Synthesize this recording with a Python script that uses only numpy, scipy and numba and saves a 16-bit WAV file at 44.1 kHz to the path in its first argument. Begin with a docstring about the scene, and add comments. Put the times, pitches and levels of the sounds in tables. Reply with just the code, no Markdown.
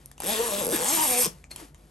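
"""The mesh door of a soft pet crate is unzipped, close by, in a small room with a low hum.
First the pull ticks as fingers take hold of it. From 0.23 s to 1.27 s the zip opens in two strokes:
each tooth snaps in the slider and tugs the fabric panel, faster when the hand moves faster,
while the tape (the cloth strip that holds the teeth) scrapes along.
Then the loose door rustles, and at about 1.5 s the metal pull tab clinks."""
import sys
import numpy as np
from scipy import signal
from scipy.fft import rfft, irfft
from scipy.io import wavfile
from scipy.ndimage import uniform_filter1d, map_coordinates
from numba import njit

SR = 44100
rng = np.random.default_rng(int(sys.argv[2]) if len(sys.argv) > 2 else 0)


def put_to_file(sound):
    """Save the sound as 16-bit audio at rate SR, in the file named by the first command-line argument."""
    columns = np.atleast_2d(sound).T  # one column per channel
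    safe = np.clip(columns, -1, 1)
    whole_steps = np.round(safe * 32767)
    wavfile.write(sys.argv[1], SR, whole_steps.astype(np.int16))


N = 83790
T = np.arange(N) / SR

# how fast the hand moves the slider: time_s, teeth_per_s
SLIDER_SPEED = [(.2345, 118), (.26, 177), (.29, 203), (.32, 227), (.355, 215), (.40, 229), (.435, 244),
                (.485, 222), (.505, 199), (.57, 199), (.598, 213), (.635, 150), (.675, 76), (.705, 122),
                (.74, 330), (.765, 175), (.785, 145), (.83, 172), (.86, 226), (.905, 282), (.935, 337),
                (.96, 333), (.985, 309), (1.02, 316), (1.054, 302), (1.066, 256), (1.115, 250), (1.14, 241),
                (1.21, 251), (1.24, 208), (1.27, 125)]
# tone colour (strong and weak pitches) of the tape's rasp: pitch_hz, level_db
RASP_COLOUR = [(700, -18.5), (1200, 0.5), (1700, -3.5), (2100, -5), (2500, 0), (3500, 0), (4500, -6.5),
               (6000, -2), (8000, 2.5), (13000, -32.5)]
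# level of the room's echo against the direct sound
SNAP_ROOM_DB, RASP_ROOM_DB, PANEL_ROOM_DB = -11, -2, -6.5


def gain(db):
    """Turn decibels into a factor to multiply by."""
    return 10 ** (np.asarray(db) / 20)


def curve(table):
    """Join rows of (time_s, value) with straight lines."""
    return np.interp(T, *np.array(table, float).T)


def by_frequency(table, size):
    """Spread rows of (pitch_hz, value) over the spectrum of `size` samples."""
    hz, value = np.array(table, float).T
    spectrum_hz = np.arange(size // 2 + 1) * SR / size
    return np.interp(np.log(spectrum_hz + 1), np.log(hz), value)


def unit(x):
    """Scale a signal to an average power of 1."""
    return x / np.sqrt(np.mean(x ** 2) + 1e-20)


def noise():
    """An even hiss (white noise)."""
    return rng.standard_normal(N)


def impulses(times, sizes, reach=8):
    """Sharp clicks at exact times, even between two samples."""
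    out = np.zeros(N)
    at = np.asarray(times)[:, None] * SR
    index = at.astype(int) + np.arange(1 - reach, reach + 1)
    clicks = np.asarray(sizes)[:, None] * np.sinc(index - at) * np.sinc((index - at) / reach)
    np.add.at(out, np.clip(index, 0, N - 1), clicks)
    return out


def tint(x, colour, size=4096):
    """Give a sound a tone colour; white noise keeps its power."""
    cepstrum = irfft(by_frequency(colour, size) * np.log(10) / 20)
    # make the filter ring after a click, never before it
    cepstrum[1:size // 2] *= 2
    cepstrum[size // 2 + 1:] = 0
    response = irfft(np.exp(rfft(cepstrum)))
    return signal.fftconvolve(x, response / np.linalg.norm(response))[:N]


@njit
def resonate(x, pitch_hz, width_hz):
    """Let through a band of sound around a pitch that may move."""
    out, band_state, low_state = np.empty(len(x)), 0., 0.
    for i in range(len(x)):
        step, damping = np.tan(np.pi * pitch_hz[i] / SR), width_hz / pitch_hz[i]
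        band = (band_state + step * (x[i] + 1e-18 - low_state)) / (1 + step * (step + damping))
        band_state = 2 * band - band_state
        low_state += 2 * step * band
        out[i] = damping * band
    return out


def place(x, room_db, fade_60db_s=0.15, gap_s=0.00281):
    """Sound reaches the left and right microphone directly, then as a short room echo."""
    # how much louder the left side is: pitch_hz, level_db
    balance = [(60, .3), (200, 1), (380, 2.5), (700, 6.5), (1300, 5), (2400, 2.5), (5500, 4), (8100, .5),
               (15000, 0)]
    # how far the left side's wave is ahead: pitch_hz, phase_radians
    left_lead = [(60, 0), (450, .65), (800, .7), (1100, 1.9), (1500, 1.5), (2300, 0), (3200, .6),
                 (5000, .6), (7000, .1), (8650, 0), (10200, -3.14), (11900, -6.28), (13300, -8)]
    size, t = 2 * N, T[:N // 2]
    tail = rng.standard_normal((2, len(t))) * gain(-60 * t / fade_60db_s) * (t > gap_s)
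    tail /= np.linalg.norm(tail, axis=1, keepdims=True)
    tilt = gain(by_frequency(balance, size) / 2)
    sides = np.array([tilt * np.exp(1j * by_frequency(left_lead, size)), 1 / tilt])
    room = rfft(tail, size)
    alike = by_frequency([(60, 1.0), (600, 0.26)], size)  # both sides share the deepest echo
    room[1] = alike * room[0] + np.sqrt(np.clip(1 - alike ** 2, 0, 1)) * room[1]
    return irfft(rfft(x, size) * sides * (1 + gain(room_db) * room))[:, :N]


def room_tone(rumble_db=-54.5, hum_hz=49, hum_db=-55.5):
    """The room rumbles and hums, low and steady."""
    # colour of the rumble: pitch_hz, level_db
    rumble_colour = [(22, -68), (36, -32), (48, -4.5), (60, -3), (80, -4.5), (105, -17), (145, -3.5),
                     (200, -17.5), (400, -21.5), (1000, -31), (4000, -48.5), (11000, -53), (13500, -72)]
    rumble = gain(rumble_db) * tint(noise(), rumble_colour)
    hum = gain(hum_db) * np.sin(2 * np.pi * hum_hz * T)
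    return place(rumble, room_db=-12.5) + hum


def door_fabric(grain_db=1.5):
    """The door rustles and flaps softly; most flaps fall in pitch as the cloth slackens."""
    # loudness of the rustle: time_s, level_db
    rustle_level = [(0, -58.5), (.16, -69.5), (.19, -60), (.24, -42), (1.27, -46), (1.33, -57), (1.42, -64),
                    (1.49, -77), (1.512, -47), (1.55, -58.5), (1.6, -44.5), (1.64, -50.5), (1.68, -59),
                    (1.73, -72.5), (1.785, -64), (1.9, -65)]
    # colour of the rustle: pitch_hz, level_db
    rustle_colour = [(60, -4.5), (160, 9), (300, 16), (500, 12), (1000, 8), (2800, 4), (4000, 2.5),
                     (8500, 1.5), (11400, 8.5), (13000, -20), (16000, -61)]
    # soft flaps: time_s, pitch_hz, level_db, width_s, pitch_fall_per_s
    flap_events = [(.622, 560, -30, .006, 9), (.744, 320, -22.5, .008, 14), (1.263, 350, -32, .005, 12),
                   (1.278, 175, -29, .006, 12), (1.338, 178, -47, .022, 0), (1.635, 305, -44, .015, 6),
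                   (.04, 145, -52, .03, 0)]
    flicker = unit(uniform_filter1d(noise(), size=90))
    grain = unit(gain(grain_db * flicker))
    rustle = tint(grain * noise(), rustle_colour) * gain(curve(rustle_level))
    flaps = 0
    for at, hz, db, width_s, fall in flap_events:
        pitch = hz * np.exp(-fall * np.clip(T - at, -2 * width_s, 2 * width_s))
        swell = np.exp(-.5 * ((T - at) / width_s) ** 2)
        flaps += gain(db) * swell * np.sin(2 * np.pi * (np.cumsum(pitch) / SR + rng.random()))
    return place(rustle, PANEL_ROOM_DB) + place(flaps, room_db=-13)


def finger_ticks(span_s=0.0023):
    """The pull and slider tick as the fingers take hold and let go."""
    # ticks, with levels averaged over span_s: start_s, low_db, middle_db, treble_db, decay_s
    ticks = [(0.059, -78, -73, -36.5, 0.00046), (0.115, -55, -50, -44.5, 0.0013),
             (0.1796, -49, -49.5, -49, .0006), (0.2028, -32, -38, -29, .0011),
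             (.208, -44, -43, -42, 0.00072), (.2205, -35.5, -33.5, -33.5, 0.00057),
             (1.442, -53, -49.5, -62.5, 0.00037), (1.512, -55, -43.5, -40, 0.003),
             (1.534, -58, -69, -49, .002), (1.5609, -43.5, -39, -32, 0.0018),
             (1.746, -53, -51, -56, 0.00088)]
    # colour of the panel's knock under a tick: pitch_hz, level_db
    knock_colour = [(100, -4), (250, -3), (450, -3), (700, -2), (1000, 5.5), (1400, -8.5), (4000, -57)]
    # colour of a tick's treble: pitch_hz, level_db
    treble_colour = [(3000, -27), (5500, -7), (7000, -14.5), (8800, 2), (10200, 6), (11400, 8),
                     (12500, -12), (14000, -11), (16000, -23)]
    bands = (knock_colour, PANEL_ROOM_DB), (RASP_COLOUR, RASP_ROOM_DB), (treble_colour, SNAP_ROOM_DB)
    out = 0
    for band, (colour, room_db) in enumerate(bands):
        layer = np.zeros(N)
        for at, *levels_db, decay_s in ticks:
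            grit = noise() * np.exp(-np.abs(T - at) / decay_s) * (T >= at)
            layer += gain(levels_db[band]) * unit(tint(grit, colour)) * np.sqrt(span_s * SR / N)
        out += place(layer, room_db)
    return out


def fading_tone(pitch_hz, fade_60db_s):
    """One tone of a struck object, dying away."""
    return np.sin(2 * np.pi * pitch_hz * T) * gain(-60 * T / fade_60db_s)


def pull_tab():
    """The metal tab swings against the slider and rings; its plastic pull clicks."""
    # tones of the metal tab: pitch_hz, level_db, fade_60db_s
    tab_tones = [(2150, -7, .03), (2500, -7, .035), (4283, 0, .065), (4325, -4, .05), (4452, -5, .04),
                 (8200, 1, .022), (10340, -1, .045)]
    # hits on the slider: start_s, level_db
    clinks = [(1.508, -50), (1.515, -39), (1.559, -53)]
    # hollow plastic clicks: start_s, pitch_hz, level_db
    plastic_clicks = [(.114, 1780, -43.5), (0.181, 2850, -41.5), (1.441, 2350, -36)]
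    times, hit_db = np.array(clinks).T
    ringing = sum(gain(db) * fading_tone(hz, fade_s) for hz, db, fade_s in tab_tones)
    out = signal.fftconvolve(impulses(times, gain(hit_db)), ringing)[:N]
    for at, hz, db in plastic_clicks:
        click = fading_tone(hz, fade_60db_s=0.0098)
        out += signal.fftconvolve(impulses([at], [gain(db)]), click)[:N]
    return place(out, SNAP_ROOM_DB)


def mesh_panel(tugs):
    """The tugged panel buzzes in three bands that change as the slider moves along it."""
    # loudness of each band: time_s, level_db
    low_level = [(.23, -45), (.314, -39.5), (.47, -53), (.53, -44), (.62, -37), (.68, -42.5), (.744, -36.5),
                 (.786, -44), (.896, -43.5), (0.931, -35), (1.02, -39.5), (1.05, -46), (1.078, -44.5),
                 (1.27, -47)]
    middle_level = [(.23, -40), (.29, -34), (.34, -33), (.375, -37), (0.396, -26.5), (.46, -37.5),
                    (.53, -33.5), (.595, -34.5), (.62, -33), (.67, -32.5), (0.724, -29.5), (.76, -40),
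                    (.82, -36), (.89, -39), (.95, -37.5), (1, -56.5), (1.046, -36), (1.07, -42.5),
                    (1.196, -35), (1.24, -44.5), (1.269, -30.5)]
    high_level = [(.23, -48), (.3, -34.5), (.36, -42), (.4, -33.5), (.5, -37.5), (.55, -44.5), (.63, -35),
                  (.68, -46), (.8, -37), (.912, -31), (.945, -45.5), (0.987, -25), (1.043, -25.5),
                  (1.075, -35.5), (1.15, -33), (1.2, -39.5), (1.27, -35)]
    # colour of each band: pitch_hz, level_db
    low_colour = [(50, -37), (130, -13.5), (205, -7.5), (330, -6.5), (400, -10), (600, -46)]
    middle_colour = [(220, -28.5), (340, -14.5), (450, 4), (620, 1.5), (720, 0.5), (1000, -27)]
    high_colour = [(500, -40), (660, -15.5), (740, 0.5), (930, 1), (1150, 3.5), (1400, -13.5),
                   (2600, -26.5)]
    # where the upper two bands ring: time_s, pitch_hz
    middle_pitch = [(.23, 390), (.28, 547), (.325, 640), (.355, 450), (.46, 447), (.52, 600), (.615, 590),
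                    (.65, 403), (.72, 530), (.76, 420), (.81, 475), (.86, 566), (.95, 690), (1.05, 593),
                    (1.085, 523), (1.22, 520), (1.265, 384)]
    high_pitch = [(.23, 840), (.3, 795), (.34, 1039), (.41, 970), (.46, 1020), (.58, 990), (.66, 880),
                  (.9, 876), (.97, 890), (1.05, 944), (1.075, 770), (1.17, 690), (1.25, 1060)]
    middle = resonate(tugs, curve(middle_pitch), width_hz=131.) + gain(-30) * tugs
    high = resonate(tugs, curve(high_pitch), width_hz=130.) + gain(-15) * tugs
    buzz = tint(tugs, low_colour) * gain(curve(low_level))
    buzz += tint(middle, middle_colour) * gain(curve(middle_level))
    buzz += tint(high, high_colour) * gain(curve(high_level))
    return place(buzz, PANEL_ROOM_DB)


def tape_rasp(force, swell_s=0.056):
    """The tape rasps, with ringing bands that swell and fade as the slider passes."""
    # ringing bands of the tape: time_s, pitch_hz, relative_level_db
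    bands = [(.315, 2560, -5), (.33, 3500, 0), (.42, 1890, -5), (.56, 3380, -4.5), (.77, 1680, -1),
             (1.161, 2340, -2.5), (1.25, 5370, 0.5)]
    # loudness of the rasp: time_s, level_db
    rasp_level = [(.23, -50), (.234, -43), (.316, -37), (.456, -39), (.602, -37.5), (.68, -46), (.708, -42),
                  (.74, -34.5), (.788, -38), (.932, -30.5), (1.2, -37), (1.242, -34), (1.27, -37.5),
                  (1.275, -50)]
    rasp = tint(force, RASP_COLOUR)
    for at, hz, db in bands:
        swell = np.exp(-.5 * ((T - at) / swell_s) ** 2)
        ringing = unit(resonate(force, np.full(N, float(hz)), width_hz=0.12 * hz))
        rasp += ringing * gain(db) * swell / 2
    return place(rasp * gain(curve(rasp_level)), RASP_ROOM_DB)


def slider_snaps(force, upper_ratio=1.15):
    """Teeth snap brightly in the slider, which squeals briefly as the second stroke speeds up."""
    # colour of the snaps: pitch_hz, level_db
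    snap_colour = [(3000, -21), (5500, -10), (7000, -13.5), (8800, 4), (10200, -3.5), (11300, 6),
                   (12200, -3.5), (13100, -8), (14000, -32), (14500, -18.5), (15600, -22), (16200, -58.5)]
    # loudness of the snaps: time_s, level_db
    snap_level = [(.23, -44.5), (.278, -27.5), (.41, -39.5), (.526, -33.5), (.698, -35.5), (.742, -24.5),
                  (.788, -36), (.892, -28.5), (.922, -26), (.942, -23.5), (1.002, -29.5), (1.044, -21.5),
                  (1.06, -25.5), (1.114, -24.5), (1.174, -27), (1.18, -22), (1.25, -23), (1.268, -27),
                  (1.275, -40)]
    # thin, falling squeal: time_s, pitch_hz, level_db
    squeal_path = [(.81, 9700, -35.5), (.855, 8000, -37.5), (.89, 6670, -32), (.95, 5700, -77)]
    times, hz, db = np.array(squeal_path).T
    pitch = np.interp(T, times, hz)
    two_bands = sum(resonate(force, ratio * pitch, width_hz=550.) for ratio in (1, upper_ratio))
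    squeal = unit(two_bands) * gain(np.interp(T, times, db))
    snaps = tint(force, snap_colour) * gain(curve(snap_level))
    return place(snaps + squeal, SNAP_ROOM_DB)


def floor_bounce(x, delay_s=.0005, growth_s=.0009, echo_db=-12):
    """The floor adds a close echo that comes later as the slider travels away."""
    travel = np.cumsum(curve(SLIDER_SPEED))
    lag_s = delay_s + growth_s * travel / travel[-1]
    echo = map_coordinates(x, [(T - lag_s) * SR])
    return (x + gain(echo_db) * echo) / np.hypot(1, gain(echo_db))


def tooth_force(times, sizes, decay_s, grit_db, scrape_db, rise_s=.0002):
    """Each tooth gives a sharp click and a burst of grit; the tape scrapes in between."""
    bursts = np.zeros(N)
    for start_s, size in zip(times, sizes):
        i = int(start_s * SR)
        age = T[:min(N // 100, N - i)]
        bursts[i:i + len(age)] += size * np.exp(-age / decay_s) * (1 - np.exp(-age / rise_s))
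    sliding = (T > times[0]) & (T < times[-1])
    clicks = unit(impulses(times + rise_s, sizes))
    grit = gain(grit_db) * (unit(bursts) + gain(scrape_db) * sliding) * noise()
    return unit(clicks + grit) * np.sqrt(sliding.mean())


def zipper(tooth_scatter_db=.8, tug_scatter_db=2.1, rub_db=-9, turn_s=.75, turn_spread_s=.09):
    """Teeth pass the slider one by one: each snaps, rasps in the tape and tugs the panel."""
    rate = curve(SLIDER_SPEED)
    moving = (T >= SLIDER_SPEED[0][0]) & (T <= SLIDER_SPEED[-1][0])
    teeth_passed = np.cumsum(rate * moving) / SR
    times = T[np.searchsorted(teeth_passed, np.arange(int(teeth_passed[-1]) + 1) + 1e-9)]
    time_luck, snap_luck, rasp_luck, tug_luck = rng.standard_normal((len(times), 4)).T
    # the teeth catch unevenly while the hand turns round
    jitter_s = .00005 + .0004 * np.exp(-((times - turn_s) / turn_spread_s) ** 2)
    times = times + jitter_s * time_luck
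    sizes = 1 / np.sqrt(np.interp(times, T, rate))  # so speed alone does not add loudness
    snap_sizes = sizes * gain(tooth_scatter_db * snap_luck)
    rasp_sizes = sizes * gain(tooth_scatter_db * rasp_luck)
    bite = tooth_force(times, snap_sizes, decay_s=.00055, grit_db=1.5, scrape_db=-4)
    drag = tooth_force(times, rasp_sizes, decay_s=.0013, grit_db=8, scrape_db=-7)
    tugs = impulses(times, sizes * np.sqrt(SR) * gain(tug_scatter_db * tug_luck))
    rub = gain(rub_db) * noise() * (T > times[0]) * (T < times[-1])
    return slider_snaps(floor_bounce(bite)) + tape_rasp(floor_bounce(drag)) + mesh_panel(tugs + rub)


def scene():
    """Add up all the sounds, in stereo."""
    return zipper() + finger_ticks() + pull_tab() + door_fabric() + room_tone()


def record(dry):
    """Cut away the highest treble."""
    top_hz = 16300
    return signal.sosfilt(signal.ellip(8, .2, 80, top_hz, fs=SR, output="sos"), dry)


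dry = scene()
out = record(dry)
put_to_file(out)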